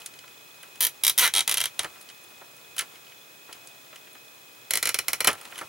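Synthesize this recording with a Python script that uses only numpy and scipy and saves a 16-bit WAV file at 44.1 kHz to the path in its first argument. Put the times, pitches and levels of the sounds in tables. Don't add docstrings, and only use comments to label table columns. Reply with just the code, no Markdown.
import sys
import numpy as np
from scipy import signal
from scipy.fft import rfft, irfft
from scipy.io import wavfile

SR = 44100
rng = np.random.default_rng(int(sys.argv[2]) if len(sys.argv) > 2 else 0)


def generate_wav(signal):
    frames = np.transpose(np.atleast_2d(signal))
    scaled = np.clip(frames, -1, 1) * 32767
    pcm = np.round(scaled).astype(np.int16)
    wavfile.write(sys.argv[1], SR, pcm)


N = 250488

# (time [s], level [dB])
TOOTH_SNAPS = [(0.8061, -17.5), (0.8091, -17.5), (0.8181, -19.5), (0.8246, -18.5), (0.8286, -18.0),
               (0.8351, -19), (0.8412, -18.5), (0.8492, -15.5), (0.8532, -22), (0.8674, -17.5),
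               (1.0363, -14.0), (1.0486, -13.5), (1.0666, -12), (1.0789, -10.5), (1.0963, -13),
               (1.1781, -15), (1.1852, -11.5), (1.193, -12.5), (1.1979, -17), (1.3378, -17),
               (1.3508, -17.5), (1.3621, -16), (1.3713, -17.0), (1.3808, -16.5), (1.3913, -16.0),
               (1.4059, -17), (1.477, -15), (1.494, -16.0), (1.513, -16.5), (1.5229, -19.5), (1.5415, -17),
               (1.5715, -18.5), (1.5799, -18.5), (1.6036, -19), (1.6126, -18), (1.639, -19.5),
               (1.6557, -19.5), (1.7923, -17.5), (4.7074, -17), (4.7356, -16.5), (4.7546, -17.5),
               (4.7723, -18.5), (4.8275, -16.5), (4.855, -18), (4.8719, -19), (4.8907, -17.5),
               (4.9433, -17.5), (4.9877, -18.0), (5.0822, -17), (5.1318, -17.5), (5.2049, -18),
               (5.2451, -17)]
# (start [s], body [dB], fizz [dB], extra weight in the lowest zone [dB])
GRIPS = [(0.8, -4.5, 5.5, -2.5), (1.03, -5.5, 1, -5), (1.17, -2.1, 4.5, -2.5), (1.2, 3.5, 4, 4),
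         (1.225, 8, 3.5, 1.5), (1.25, 9, 4.5, 2.5), (1.33, -3, -9, -3), (1.47, -1.2, -2, 0),
         (1.56, -0.4, -2.5, -0.3), (1.78, -2, -12, 1.8), (4.7, -1.5, 1, -1.3), (4.82, -0.2, -2.5, -2.1),
         (4.93, -0.1, -0.5, -1), (5.07, 0.5, 2, 2), (5.2, 2, 1, 2.5)]
# (time [s], level [dB], centre [Hz], narrowness [dB per squared octave, below 0 counts as 0])
TOUCHES = [(0.003, -50, 6500, 4), (0.017, -45, 3500, 2.5), (0.028, -50, 3200, 12), (0.06, -37.5, 6300, 1.5),
           (0.137, -48.5, 3000, 2), (0.189, -39, 3970, 7.5), (0.238, -48.5, 1100, 5),
           (0.278, -50.5, 2000, 2), (0.629, -45, 7000, 6), (0.631, -42, 1510, 5), (0.756, -54, 2500, -0.2),
           (1.832, -37.5, 3000, 0.4), (1.844, -31, 1510, 1.2), (1.958, -49, 1500, 3),
           (2.011, -46, 11000, 1), (2.025, -52, 9000, 2.5), (2.088, -47, 3400, 3.5),
           (2.099, -43.5, 2900, 3), (2.413, -46.5, 700, 5), (2.565, -55, 10000, 4),
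           (2.7647, -42.5, 3980, 0.5), (2.7807, -31, 5500, 1), (2.79, -24.5, 5500, 1.5),
           (2.794, -26, 2800, 4), (2.8079, -36, 5500, 0.5), (2.819, -42, 2700, 1), (2.956, -49, 2800, 3),
           (3.067, -49, 3400, 9), (3.12, -49, 2500, 8), (3.49, -43, 700, 8), (3.506, -47, 700, 8),
           (3.527, -40.5, 4530, 2.2), (3.549, -50, 700, 8), (3.672, -43.5, 6300, 9),
           (3.928, -44, 1210, 4.5), (3.958, -49.5, 3000, 1.5), (4.071, -48, 1950, 9), (4.13, -53, 9400, 12),
           (4.151, -48.5, 1150, 4.5), (5.271, -23.5, 2500, 0.1), (5.2723, -18.5, 6000, 0.8),
           (5.278, -20, 1210, .9), (5.287, -27, 1300, .8), (5.302, -31, 2000, 3),
           (5.313, -42.5, 6000, -0.3), (5.329, -41, 2800, 0.1), (5.351, -48, 1500, 1),
           (5.379, -50, 1800, 7), (5.412, -47, 4470, 0.2), (5.452, -42, 2200, 1.8), (5.523, -37, 1260, 6.5),
           (5.556, -38.5, 3000, 4.5), (5.579, -38.5, 4540, 1.2), (5.588, -40.5, 4500, 0.5),
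           (5.612, -36, 680, 1), (5.626, -52, 700, 4)]
# (bottom [Hz], top [Hz])
ZONES_HZ = [(320, 1450), (1450, 2600), (2600, 4500), (4500, 8000), (8000, 11000), (11000, 18000)]
SNAP_T60_S = [0.063, 0.031, 0.018, 0.018, 0.016, 0.0073]
TOUCH_T60_S = [0.082, 0.038, 0.014, 0.031, 0.013, 0.034]
# (pitch [Hz], width [Hz], gain [dB])
FIRST_TIE = [(398, 66, -15), (965, 230, -3), (1340, 66, -4.5), (2040, 200, -3), (2340, 90, -2),
             (3190, 293, 1.5), (3825, 225, 0), (5900, 830, -2.5), (9890, 650, 0), (11860, 890, -2.5),
             (13000, 300, -32)]
SECOND_TIE = [(435, 810, -19), (1362, 65, -1.5), (2035, 200, 0.5), (2313, 213, 5), (2934, 57, 7),
              (4130, 65, 0.5), (5530, 300, -2.5), (8900, 130, -13), (10120, 730, 0.5), (11400, 640, -6),
              (12900, 350, -2)]
# (pitch [Hz], width [Hz], gain [dB])
CHASSIS = [(373, 35, -19), (1355, 53, -2), (2000, 470, -15.5), (3046, 340, -4.5), (4000, 130, -16),
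           (6100, 300, -25), (10230, 1200, -1)]
FIRST_SHARE_DB = [-21, -14.5, -9, -11.5, -6.5, -8]
SECOND_SHARE_DB = [-16, -16, -9, -6.5, -7, -5.5]
BODY_REACH = [0.084, 1.15, 0.2, 0.3, -.1, -0.14]
FIZZ_REACH = [-0.26, -0.18, -0.34, 0.049, -0.14, 0.96]
# (level [dB]), then (left-right likeness [no unit])
WASH_DB = [-7.5, -6, -12, -6.5, -16.5, -13]
WASH_ALIKE = [0.36, 0.91, 0.97, 0.32, 0.98, 0.86]
# (pitch [Hz], lead [radians])
RIGHT_LEAD = [(100, 0.11), (860, 0.69), (3000, 0.66), (8000, 0.45), (15000, 0.1)]
# (time [s], level [dB])
RUSTLE = [(0, -50.5), (.06, -61.5), (.7, -59.5), (1.77, -58), (1.82, -44.5), (1.87, -54), (2.15, -61.5),
          (2.7, -59), (2.95, -56.5), (3.4, -72), (3.55, -57), (4.2, -68.5), (5.2, -54), (5.5, -50.5),
          (5.6, -47.5), (5.68, -52)]
# (pitch [Hz], level [dB per Hz])
RUSTLE_COLOUR = [(88, -47), (150, -8.5), (413, -5), (1350, 0), (1610, -8), (2620, -6), (4790, -13),
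                 (10400, -12), (15700, -21)]
# (pitch [Hz], level [dB per Hz])
HISS_COLOUR = [(15, -56), (25, -22), (75, -23.5), (129, -7.5), (199, -14), (360, -6.5), (2310, -10),
               (2500, -4), (2710, -13.5), (3360, -10), (4400, -15.5), (6770, -14.5), (7540, -17),
               (14400, -19), (15600, -14.5)]
# (pitch [Hz], likeness [-1 to 1])
HISS_ALIKE = [(60, 0.45), (130, 1), (290, 0.39), (640, -0.15), (1410, -0.42), (3100, -0.011), (6820, 0.14),
              (15000, 1)]
WHINE_HZ = [2518, 15735]
# (level [dB], waver [dB])
WHINES = [(-59, 1.9), (-60.5, .4)]
# (pitch [Hz], width [Hz], level [dB])
BUZZ = [(3455, 95, -64), (4054, 53, -67.5), (5050, 120, -70.5), (6750, 300, -69.5)]
# (time [s], pitch [Hz], level before FAR_TONE_LIFT_DB [dB])
FAR_TONE = [(3.48, 706, -84), (3.55, 691, -67), (3.75, 663, -68), (4.0, 630.5, -70), (4.28, 607, -68),
            (4.36, 609, -90)]

SECOND_TIE_S = 3.0
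ZIP_START_S, ZIP_TEETH, ZIP_DB = 1.2045, 15, -20
ZIP_GAP_S, ZIP_LAST_DELAY_S = 0.004, 0.0076
REBOUND_S = 0.0015
THUD_DB, THUD_HZ, THUD_T60_S = -33, 59, 0.19
WASH_T60_S, WASH_BUILD_S = 0.11, 0.0034
RIGHT_DB = 0.6
FAINT_TOUCHES, FAINT_DB, FAINT_NARROW_DB = 8, -56, 5
UNEVEN_DB = 2
BASS_LOSS = 2.2
HISS_DB, ROOM_TOP_HZ = -50, 15900
BUZZ_HZ, BUZZ_START_S = 59.94, 0.0105
BUZZ_WEAK_DB, BUZZ_WIDTH = -5, 0.14
FAR_TONE_LIFT_DB = 3
CUTOFF_HZ = 17100


def ties():
    times, db = np.transpose(TOOTH_SNAPS + fast_zip())
    starts, body, fizz, weight = np.transpose(GRIPS)
    pull = np.searchsorted(starts, times + 0.004) - 1
    zone_db = db[:, None] + np.outer(body[pull], BODY_REACH) + np.outer(fizz[pull], FIZZ_REACH)
    zone_db[:, 0] += weight[pull]
    first = times < SECOND_TIE_S
    second = ~first
    first_tie = blows(times[first], zone_db[first] + FIRST_SHARE_DB, pull[first], SNAP_T60_S, FIRST_TIE,
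                      tick_db=12, rebound_db=-5, swell_s=0.0005, alike=0.7)
    second_tie = blows(times[second], zone_db[second] + SECOND_SHARE_DB, pull[second], SNAP_T60_S, SECOND_TIE,
                       tick_db=8.2, rebound_db=1.5, swell_s=0.00058, alike=0.69)
    return first_tie + second_tie


def fast_zip():
    delays = ZIP_LAST_DELAY_S / 2 ** np.arange(ZIP_TEETH - 1)[::-1]
    times = ZIP_START_S + np.cumsum([0, *(ZIP_GAP_S + delays)])
    return [(s, ZIP_DB) for s in times]


def touches():
    faint = [(when * N / SR, FAINT_DB, 700 * 2 ** (4 * high), FAINT_NARROW_DB)
             for when, high in rng.random((FAINT_TOUCHES, 2))]
    s, db, hz, narrow = np.transpose(TOUCHES + faint)[:, :, None]
    octaves = np.log2(np.sqrt(np.prod(ZONES_HZ, axis=1)) / hz)
    steepness = np.maximum(narrow, 0) * np.where(octaves < 0, BASS_LOSS, 1)
    zone_db = db - steepness * octaves ** 2 + UNEVEN_DB * rng.standard_normal(octaves.shape)
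    one_spot = np.zeros(len(s), int)
    return blows(s[:, 0], zone_db, one_spot, TOUCH_T60_S, CHASSIS,
                 tick_db=2.3, rebound_db=1.5, swell_s=0.001, alike=0.089)


def blows(times, zone_db, spot, t60s, modes, tick_db, rebound_db, swell_s, alike):
    t = np.arange(SR // 5) / SR
    shape = (len(times), 3, len(t))
    spot_pattern = rng.standard_normal((len(GRIPS), *shape[1:]))[spot]
    chance = np.sqrt(alike) * spot_pattern + np.sqrt(1 - alike) * rng.standard_normal(shape)
    landing = t == 0
    slap_back = np.arange(len(t)) == round(REBOUND_S * SR)
    ticks = from_db(tick_db) * (landing + from_db(rebound_db) * slap_back)
    late = from_db(-60 * t / WASH_T60_S) * (1 - np.exp(-t / WASH_BUILD_S))

    sound = np.zeros(shape)
    early = round(0.003 * SR)
    for k, (low, high) in enumerate(ZONES_HZ):
        swell = 1 - 0.8 * np.exp(-t / (swell_s + 0.72 / low))
        decay = from_db(-60 * np.maximum(t - REBOUND_S, 0) / t60s[k])
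        rattle = band(chance[:, 0] * swell * decay + ticks, low, high)
        rattle /= np.sqrt(np.mean(rattle[:, :early] ** 2, axis=1, keepdims=True))
        even_width = np.sqrt(SR / 2 / (high - low))
        wash = from_db(WASH_DB[k]) * even_width * band(chance[:, 1:] * late, low, high)
        wash = wash * np.sqrt([[1 + WASH_ALIKE[k]], [1 - WASH_ALIKE[k]]])
        zone = np.concatenate([rattle[:, None], wash], axis=1)
        sound += (-1) ** k * from_db(zone_db[:, k, None, None]) * zone

    thud = band(chance[:, 1] * from_db(-60 * t / THUD_T60_S), THUD_HZ, 2.9 * THUD_HZ)
    thud = from_db(THUD_DB + zone_db[:, :1]) * rms_one(thud)
    ringing = sum(from_db(db) * resonance(sound, hz, width) for hz, width, db in modes)
    sound = 0.51 * sound + ringing
    sound[:, 0] += thud

    out = np.zeros((3, N + len(t)))
    for s, blow in zip(times, sound):
        start = round(s * SR)
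        out[:, start:start + len(t)] += blow
    near, mid, side = out[:, :N]
    return microphones(near + mid) + side * [[1], [-1]]


def microphones(x):
    lead = at_hz(RIGHT_LEAD, np.fft.rfftfreq(N, 1 / SR))
    left = irfft(rfft(x) * np.exp(-1j * lead), N)
    return np.array([left, from_db(RIGHT_DB) * x])


def rustle():
    s, db = np.transpose(RUSTLE)
    level = from_db(np.interp(np.arange(N) / SR, s, db) + 2.6 * drift(100))
    return level * stereo_noise(N, RUSTLE_COLOUR, [(100, 0.55), (1000, 0.47), (14000, 1.0)])


def room_hiss():
    return from_db(HISS_DB) * stereo_noise(N, HISS_COLOUR, HISS_ALIKE)


def electronics():
    t = np.arange(N) / SR
    whine = np.zeros(N)
    for hz, (db, waver_db) in zip(WHINE_HZ, WHINES):
        level = np.sqrt(2) * from_db(db + waver_db * drift(19))
        whine += level * np.sin(2 * np.pi * hz * t + 0.87 * waver_db * drift(6.6))
    turns = (t - BUZZ_START_S) * BUZZ_HZ
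    from_peak = (turns + 0.5) % 1 - 0.5
    puffs = np.exp(-(from_peak / BUZZ_WIDTH) ** 2) * from_db(BUZZ_WEAK_DB * (np.round(turns) % 2))
    puffs = puffs * rng.standard_normal(N)
    buzz = sum(from_db(db) * rms_one(resonance(puffs, hz, width)) for hz, width, db in BUZZ)
    return whine + buzz


def far_tone():
    s, hz, db = np.transpose(FAR_TONE)
    t = np.arange(N) / SR
    level = from_db(np.interp(t, s, db, left=-200, right=-200) + FAR_TONE_LIFT_DB)
    return level * np.sin(2 * np.pi * np.cumsum(np.interp(t, s, hz)) / SR)


def from_db(db):
    return 10 ** (np.asarray(db) / 20)


def rms_one(x):
    return x / np.sqrt(np.mean(x ** 2) + 1e-20)


def at_hz(points, hz):
    table_hz, values = np.transpose(points)
    return np.interp(np.log(hz + 1), np.log(table_hz), values)


def band(x, low, high):
    return signal.sosfilt(signal.butter(2, [low, high], "band", fs=SR, output="sos"), x)


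def resonance(x, hz, width):
    r = np.exp(-np.pi * width / SR)
    feedback = [1, -2 * r * np.cos(2 * np.pi * hz / SR), r * r]
    return signal.lfilter(np.array([1, 0, -1]) * (1 - r * r) / 2, feedback, x)


def drift(rate):
    r = np.exp(-80 * np.pi * rate / SR)
    slow = signal.lfilter([1], [1, -2 * r, r * r], rng.standard_normal(N // 40 + 2002))
    slow = slow[2000:]
    return np.interp(np.arange(N) / 40, np.arange(len(slow)), rms_one(slow))


def stereo_noise(size, spectrum, alike):
    hz = np.fft.rfftfreq(size, 1 / SR)
    mid, side = rfft(rng.standard_normal((2, size))) * from_db(at_hz(spectrum, hz))
    alike = np.clip(at_hz(alike, hz), -1, 1)
    both = np.sqrt(1 + alike) * mid + np.sqrt(1 - alike) * side * [[1], [-1]]
    return rms_one(irfft(both, size))


def scene():
    room = room_hiss() + rustle()
    room = signal.sosfilt(signal.cheby2(16, 60, ROOM_TOP_HZ, fs=SR, output="sos"), room)
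    return ties() + touches() + room + electronics() + far_tone()


def record(dry):
    return signal.sosfilt(signal.cheby2(14, 60, CUTOFF_HZ, fs=SR, output="sos"), dry)


dry = scene()
out = record(dry)
generate_wav(out)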